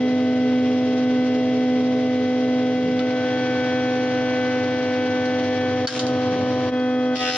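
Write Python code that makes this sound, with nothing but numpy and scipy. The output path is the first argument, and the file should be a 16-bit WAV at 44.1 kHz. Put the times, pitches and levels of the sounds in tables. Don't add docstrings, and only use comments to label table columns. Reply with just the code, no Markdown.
import sys
import numpy as np
from scipy import signal
from scipy.fft import rfft, irfft, next_fast_len
from scipy.io import wavfile
from scipy.ndimage import uniform_filter1d, minimum_filter1d

SR = 44100
rng = np.random.default_rng(int(sys.argv[2]) if len(sys.argv) > 2 else 0)


def int16_out(signal):
    q = np.round(np.clip(np.atleast_2d(signal).T, -1, 1) * 32767)
    wavfile.write(sys.argv[1], SR, q.astype(np.int16))


N = 325006
TIME = np.arange(N) / SR

HEAD_HZ, KNIVES = 83.985, 3
KNIFE_HZ = HEAD_HZ * KNIVES
FEED_HZ, BELT_HZ = 12.008, 8.455
CUT_S, BITE_S = 7.146, 0.016


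def amp(db):
    return 10 ** (np.asarray(db) / 20)


def unit(x):
    return x / np.sqrt(np.mean(x ** 2) + 1e-20)


def ramp(start, length):
    return np.clip((TIME - start) / length, 0, 1)


def swell(centre_s, length_s):
    return np.exp(-((TIME - centre_s) / length_s) ** 2)


TABLE_OPENS, HOOD_CLOSES, BOARD_ENTERS = (2.93, 0.41), (5.6, 0.33), (6.703, 0.01)


def staged(levels):
    moves = (TABLE_OPENS, HOOD_CLOSES, BOARD_ENTERS)
    return levels[0] + sum(step * ramp(*move) for step, move in zip(np.diff(levels), moves))


def curves(rows):
    s, *columns = np.transpose(rows)
    return [np.interp(TIME, s, c) for c in columns]


def at_hz(points, hz):
    f, value = np.transpose(points)
    return np.interp(np.log(hz + 1), np.log(f + 1), value)


def filtered(x, gain):
    size = next_fast_len(x.shape[-1], True)
    hz = np.fft.rfftfreq(size, 1 / SR)
    return irfft(rfft(x, size) * gain(hz), size)[..., :x.shape[-1]]


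def colour(x, points):
    return filtered(x, lambda hz: amp(at_hz(points, hz)))


def resonate(x, hz, width_hz):
    return signal.lfilter(*signal.iirpeak(hz, hz / width_hz, fs=SR), x)


def wander(rate):
    coarse = TIME[::128]
    f = np.fft.rfftfreq(len(coarse), 128 / SR)
    spectrum = rfft(rng.standard_normal(len(coarse))) / np.sqrt(1 + (f / rate) ** 4)
    return np.interp(TIME, coarse, unit(irfft(spectrum, len(coarse))))


# frequency in Hz, likeness from -1 to 1.
LIKENESS = [(30, .45), (70, .975), (120, .987), (250, .988), (500, .97), (1000, .86), (2000, .81),
            (3200, .5), (4500, -.05), (6000, -.4), (9000, -.5)]


def likeness(hz):
    return np.clip(at_hz(LIKENESS, hz), -1, .99)


def noise_pair(size):
    def shares(hz):
        return np.sqrt([(1 + likeness(hz)) / 2, (1 - likeness(hz)) / 2])

    mid, side = filtered(rng.standard_normal((2, size)), shares)
    return np.array([mid + side, mid - side])


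def tone(turns, hz, db, flutter, flutter_hz, offset=0):
    wavering = 1 + flutter * (wander(flutter_hz) + 1j * wander(flutter_hz))
    line = amp(db) * np.exp(2j * np.pi * (turns + offset)) * wavering
    lead = np.exp(.5j * np.arccos(likeness(hz)))
    return np.sqrt(2) * np.array([(line * lead).real, (line / lead).real])


# frequency in Hz, level in dB per Hz.
RUSH_SHUT = [(30, -84.5), (60, -82), (90, -73), (130, -63), (190, -60.5), (290, -64), (460, -63.5),
             (800, -73), (1300, -77), (2000, -75.5), (3200, -76.5), (5100, -80.5), (5500, -79), (5800, -83),
             (6700, -90), (7600, -102), (9000, -122)]
RUSH_OPEN = [(30, -90), (60, -81), (90, -65.5), (130, -66.5), (190, -67), (290, -62.5), (460, -63.5),
             (800, -70.5), (1150, -72.5), (1350, -75), (1650, -72.5), (3200, -75), (4600, -76), (5150, -82),
             (5500, -75), (5800, -81), (6700, -87), (7600, -101), (9000, -118)]
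SHAKE_DB, AIR_DB = (-4, -2.4, 0.4, -8), (-1, -0.9, -0.2, -7)


def rush(clock, pulsing=0.047, patchy_db=1.18, rumble_hz=600):
    opened = ramp(*TABLE_OPENS)
    white = noise_pair(N) * np.sqrt(SR / 2)
    both = (1 - opened) * colour(white, RUSH_SHUT) + opened * colour(white, RUSH_OPEN)
    rumble = filtered(both, lambda hz: 1 / (1 + (hz / rumble_hz) ** 4))
    puffs = 1 + pulsing * np.cos(2 * np.pi * 2 * KNIFE_HZ * clock)
    air = (both - rumble) * puffs * amp(staged(AIR_DB) + patchy_db * wander(22))
    return rumble * amp(staged(SHAKE_DB)) + air


# moment of the crest in seconds, level in dB, length in seconds, centre in Hz.
RUMBLES = [(2.883, -37, 0.12, 185), (4.163, -52.5, 0.097, 76), (6.326, -32, 0.0087, 134),
           (6.372, -35, 0.11, 240), (6.437, -27, 0.011, 135), (6.44, -36, 0.05, 545),
           (6.715, -45, .012, 79)]


def rumbles(sharpness=3):
    white, out = noise_pair(N), np.zeros((2, N))
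    for s, db, length, centre in RUMBLES:
        band = filtered(white, lambda hz: 1 / (1 + (sharpness * np.log((hz + 1) / centre)) ** 4))
        out += amp(db) * unit(band) * swell(s, length)
    return out


def knocks(blows, ring, spectrum, crack_t60, tail_t60, tail_db, tick_db,
           tick_t60=0.0091, focus_db=7, focus_width=.3):
    t = np.arange(SR // 3) / SR
    out = np.zeros((2, N + len(t)))
    tick = amp(tick_db - 60 * t / tick_t60)
    crack = amp(-60 * t / crack_t60)
    tail = amp(tail_db - 60 * t / tail_t60)
    attack = 1 - np.exp(-t / 0.00056)
    for s, db, ringing, centre in blows:
        def favour(hz):
            nearness = np.exp(-(np.log((hz + 1) / centre) / focus_width) ** 2)
            return amp(focus_db * (nearness - 1))

        dense = unit(filtered(colour(noise_pair(len(t)), spectrum), favour)) * (tick + crack + tail)
        modes = np.zeros((2, len(t)))
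        for hz, level, t60 in ring:
            turns = hz * t + rng.random() + rng.random((2, 1)) / 3
            modes += favour(hz) * amp(level - 60 * t / t60) * np.sin(2 * np.pi * turns)
        start = round(s * SR)
        out[:, start:start + len(t)] += amp(db) * (dense + ringing * modes) * attack
    return out[:, :N]


# start in seconds, level in dB, share of ringing modes,
# favoured frequency in Hz.
LATCH = [(2.992, -28.5, 0.8, 3400), (3.000, -36, 1.5, 1350), (3.106, -35, .3, 3000)]
# frequency in Hz, level in dB, fall by 60 dB in seconds.
IRON = [(1325, -2, 0.11), (2950, -5, 0.093), (3500, -3, 0.069), (4530, -14, 0.049)]
# frequency in Hz, level in dB.
CLACK = [(300, -12), (1400, -3), (3400, -2), (5000, -1), (6500, -19), (9000, -54)]


def table_latch():
    return knocks(LATCH, IRON, CLACK, crack_t60=0.029, tail_t60=0.22, tail_db=-21, tick_db=3)


# start in seconds, level in dB,
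# share of ringing modes, favoured frequency in Hz.
HOOD_BLOWS = [(5.255, -40.5, 0.94, 4300), (5.872, -10.5, 1.2, 4600), (5.877, -17, 0.93, 1603),
              (5.885, -19, 0.31, 1750), (5.905, -22, .3, 3400), (5.924, -24, .35, 2980),
              (5.938, -27, .3, 3500), (5.949, -26, 0.27, 2300), (5.961, -27, .3, 3000),
              (5.976, -29, .3, 3340), (5.992, -18.5, 0.24, 4100), (5.999, -25, .3, 3160),
              (6.066, -29.5, 0.27, 4600), (6.075, -40, .25, 3800), (6.797, -48.5, 1.1, 4300)]
# frequency in Hz, level in dB, fall by 60 dB in seconds.
SHEET = [(1610, 1, 0.12), (2040, -11.5, 0.097), (3040, -1.5, 0.09), (3210, -3, 0.086), (3650, -12, 0.22),
         (4190, -3, 0.081), (4450, 5.5, 0.053), (4680, 1, .055), (5130, -10.5, 0.29), (5370, -13.5, 0.26),
         (6030, -15, 0.16)]
# frequency in Hz, level in dB.
CLATTER = [(200, -18), (800, -7.5), (1350, 2.5), (2200, -4), (3200, -1.5), (5200, -0.5), (6700, -2.5),
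           (8000, -17), (9500, -16), (11000, -31)]


def hood_clang():
    return knocks(HOOD_BLOWS, SHEET, CLATTER, crack_t60=0.058, tail_t60=0.23, tail_db=-10, tick_db=-7.0)


# multiple of the shaft speed
# (rounded when played), then level in dB with table shut, table open, hood on.
GEARS = [(14, -52.5, -50, -53.5), (23, -53.5, -47.5, -46), (24, -49.5, -46.5, -44), (25, -37, -35.5, -35.5),
         (27, -52, -48.5, -59.5), (32, -54.5, -50.5, -53), (35, -44, -46.5, -45), (36, -36.5, -46.5, -45),
         (43, -57, -54.5, -53.5), (50, -45.5, -52, -45.5), (54, -41.5, -42.5, -41.5),
         (71.6, -56.5, -46.5, -49.5), (74.6, -60.5, -55, -56.5), (89.9, -58, -54.5, -50),
         (96.3, -59.5, -53, -50), (107.6, -58.5, -54, -55), (161.2, -56.5, -52, -51.5),
         (180.8, -57, -56, -57)]
# multiple of the shaft speed, throbs per second,
# time of a crest in seconds, depth from 0 to 1.
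THROBS = [(36, 4.6, 0.051, 0.5), (54, 1.748, .29, 0.4)]
# multiple of its lap rate (rounded to a half when played),
# level in dB before the shaking of the frame.
BELT = [(11, -56.5), (12, -43.5), (13, -49), (14, -54), (15, -42), (16, -62), (17, -51), (33.5, -51.5),
        (37.5, -45)]
WHINE_DB = (0.17, 0.2, -0.5, -2.5)


def drive(clock, belt_db=1):
    whine_db, shake_db = staged(WHINE_DB), staged(SHAKE_DB)
    throb = {}
    for k, rate, crest, depth in THROBS:
        throb[round(k)] = abs(1 + depth * np.exp(2j * np.pi * rate * (clock - crest)))
    out = np.zeros((2, N))
    for k, *levels in GEARS:
        hz, db = round(k) * FEED_HZ, whine_db + staged(levels)
        mesh = tone(hz * clock, hz, db, flutter=.09, flutter_hz=2.1, offset=rng.random())
        out += throb.get(round(k), 1) * mesh
    for k, db in BELT:
        multiple = round(2 * k) / 2
        hz = multiple * BELT_HZ
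        smear = multiple ** 2 / 14
        shaken_db = db + 0.94 * shake_db + belt_db
        out += tone(hz * clock, hz, shaken_db, flutter=0.39, flutter_hz=1.2, offset=smear)
    return out


BITES = [1, 0.28, 0.29]
# frequency in Hz, level in dB.
CHIP = [(100, -20), (420, -5), (600, -15), (1100, -15), (1500, -6), (1950, -6), (2250, -7.5), (2700, -1.5),
        (3400, -2.5), (4000, -5.5), (4600, -7.5), (5300, -2), (6400, -14), (7100, -18), (8000, -31),
        (11000, -29)]
# time of the crest
# in seconds, length in seconds, frequency in Hz, width in Hz, level in dB against the chips.
SCREAMS = [(7.172, 0.023, 4250, 250, 3), (7.21, .05, 3440, 282, 0), (7.28, 0.051, 2680, 330, 4.5),
           (7.295, .03, 1640, 400, 3), (7.32, .05, 5100, 450, -2), (7.342, 0.027, 4260, 500, -5)]
# multiple of the cutterhead speed,
# level in dB before the overall drumming level.
BOARD = [(6, -13.5), (9, -11), (12, -33), (15, -17), (18, -22), (23, -19.5)]
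CUT_DB, DEEPEN_DB_PER_S, FULL_S = -28.5, 25, 0.21
DRUM_RISE_S, DRUM_DB = 0.062, -16
TEAR, UNEVEN = .25, .09


def cut(clock, ring_t60=0.065, room_db=-22, room_t60=0.14, tear_s=0.00084, count=5):
    passes = np.floor(KNIFE_HZ * clock).astype(int)
    blows = np.diff(passes, prepend=0) * np.array(BITES)[passes % KNIVES]
    blows = blows * (1 + UNEVEN * rng.standard_normal(N))
    t = np.arange(SR // 5) / SR
    decay = amp(-60 * t / ring_t60) + amp(room_db - 60 * t / room_t60)
    advance = np.interp(TIME, [CUT_S, TIME[-1]], [0, count - 1])
    ringing = np.zeros((2, N))
    for spot in range(count):
        share = np.cos(np.pi / 2 * np.minimum(abs(advance - spot), 1))
        response = rfft(noise_pair(len(t)) * decay)
        flat_ring = irfft(response / abs(response))[:, :len(t) // 2]
        ringing += signal.oaconvolve((blows * share)[None], flat_ring, axes=1)[:, :N]
    tearing = noise_pair(N) * signal.lfilter([1], [1, -np.exp(-1 / (tear_s * SR))], blows)
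    chips = unit(colour(unit(ringing) + TEAR * unit(tearing), CHIP))

    screams = np.zeros((2, N))
    for s, length, hz, width, db in SCREAMS:
        screams += amp(db) * swell(s, length) * resonate(chips, hz, width)

    board = np.zeros((2, N))
    for k, db in BOARD:
        hz = k * HEAD_HZ
        board -= tone(hz * clock, hz, db, flutter=0.1, flutter_hz=14, offset=1 / 4)

    depth_db = CUT_DB + DEEPEN_DB_PER_S * np.minimum(TIME - CUT_S, FULL_S)
    depth = ramp(CUT_S, BITE_S) * amp(depth_db)
    return depth * (chips + screams) + amp(DRUM_DB) * ramp(CUT_S, DRUM_RISE_S) * board


# multiple of the knife rate, level in dB with
# table shut, table open, hood on, board in, then slow sway in dB.
HUM = [(1, -20.5, -26.5, -26, -23.5, 0.7), (2, -28.5, -25.7, -25.5, -26.5, 0.2),
       (3, -36, -34, -33, -33.5, 0.64)]
# multiple of the knife rate, level in dB with table shut,
# table open, hood on, board in.
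OVERTONES = [(4, -55.5, -50.5, -43.5, -48.5), (5, -57, -54, -45, -45), (7, -56, -42, -46, -45),
             (8, -44, -44.5, -51.5, -46), (9, -53, -43, -50, -58), (10, -58, -51, -58.5, -47.5),
             (11, -53, -50, -56.5, -60), (12, -56, -50.5, -51, -58), (13, -48, -45, -46.5, -45.5),
             (14, -58.5, -53.5, -63, -60), (15, -58, -61, -64.5, -82), (16, -58.5, -55, -58, -63),
             (20, -67, -61.5, -63, -61), (24, -64.5, -59, -61, -67.5)]
# multiple of the knife rate, drift in dB per second.
DRIFT = [(1, -0.65), (2, 1)]
# time in seconds, level in dB
WHISTLE = [(0.1, -49.5), (0.37, -44), (0.6, -45), (0.8, -51), (0.95, -44.5), (1.3, -43.5), (1.47, -52.5),
           (1.65, -47.5), (2.2, -46.5), (2.35, -45.5), (2.7, -43.5), (2.86, -45), (3.25, -36), (3.62, -34),
           (4.0, -37.5), (4.5, -34.5), (4.85, -38), (5.27, -34.5), (5.48, -44), (5.7, -36.5), (5.8, -44),
           (6.1, -41), (6.65, -44.5), (6.84, -38.5), (7.05, -44.5), (7.13, -36), (7.2, -43)]
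WHISTLE_ORDER, WHISTLE_FLUTTER = 6, .07
SIREN_SINK_DB = -5.5


def knife_hum(clock, sway_hz=1.3, overtone_sway_db=1.35):
    shut = 1 - ramp(*TABLE_OPENS)
    drift = {k: db_per_s * (TIME - TABLE_OPENS[0] / 2) * shut for k, db_per_s in DRIFT}
    whistle_hz = WHISTLE_ORDER * KNIFE_HZ
    (whistle_db,) = curves(WHISTLE)
    out = tone(whistle_hz * clock, whistle_hz, whistle_db, flutter=WHISTLE_FLUTTER, flutter_hz=17)
    for k, *levels, sway_db in HUM:
        hz = k * KNIFE_HZ
        db = staged(levels) + drift.get(k, 0) + sway_db * wander(sway_hz)
        out -= tone(hz * clock, hz, db, flutter=0.021 * k, flutter_hz=7.2)
    for k, *levels in OVERTONES:
        hz = k * KNIFE_HZ
        db = staged(levels) + overtone_sway_db * wander(sway_hz)
        out += tone(hz * clock, hz, db, flutter=0.09, flutter_hz=15.0, offset=rng.random())
    return out * amp(SIREN_SINK_DB * ramp(CUT_S, BITE_S))


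# time of the lowest point in seconds, depth in dB,
# length in seconds.
DIPS = [(6.711, -7.5, 0.012), (7.187, -5.5, 0.024)]


def dips():
    return amp(sum(db * swell(s, length) for s, db, length in DIPS))


# frequency in Hz, left minus right in dB.
BALANCE_DB = [(60, 2.5), (250, -1), (500, 0.7), (1000, 3), (2000, 2.5), (4000, 1.5), (6000, 1), (9000, 2)]


def scene():
    clock = TIME + np.cumsum(.0003 * wander(1.94)) / SR
    running = rush(clock) + drive(clock) + cut(clock) + knife_hum(clock)
    handled = rumbles() + table_latch() + hood_clang()
    halves = np.array([[.5], [-.5]])
    heard = filtered(running + handled, lambda hz: amp(halves * at_hz(BALANCE_DB, hz)))
    return heard * dips()


CEILING_DB, EDGE_HZ = -10.8, 11250


def record(dry, recovery_db_per_s=150, treble_db=2):
    sensed = colour(dry, [(1000, 0), (3000, treble_db)])
    over_db = np.maximum(20 * np.log10(abs(sensed).max(0) + 1e-9) - CEILING_DB, 0)
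    ahead_db = -minimum_filter1d(-over_db, size=801, origin=-400)
    fall = TIME * recovery_db_per_s
    held_db = np.maximum.accumulate(ahead_db + fall) - fall
    duck_db = uniform_filter1d(held_db, size=701, origin=350)
    fade_in = np.minimum(TIME / .008, 1)
    limited = dry * fade_in / amp(duck_db)
    low_pass = signal.firwin(511, EDGE_HZ, window=("kaiser", 9), fs=SR)
    return signal.oaconvolve(limited, low_pass[None], "same")


dry = scene()
out = record(dry)
int16_out(out)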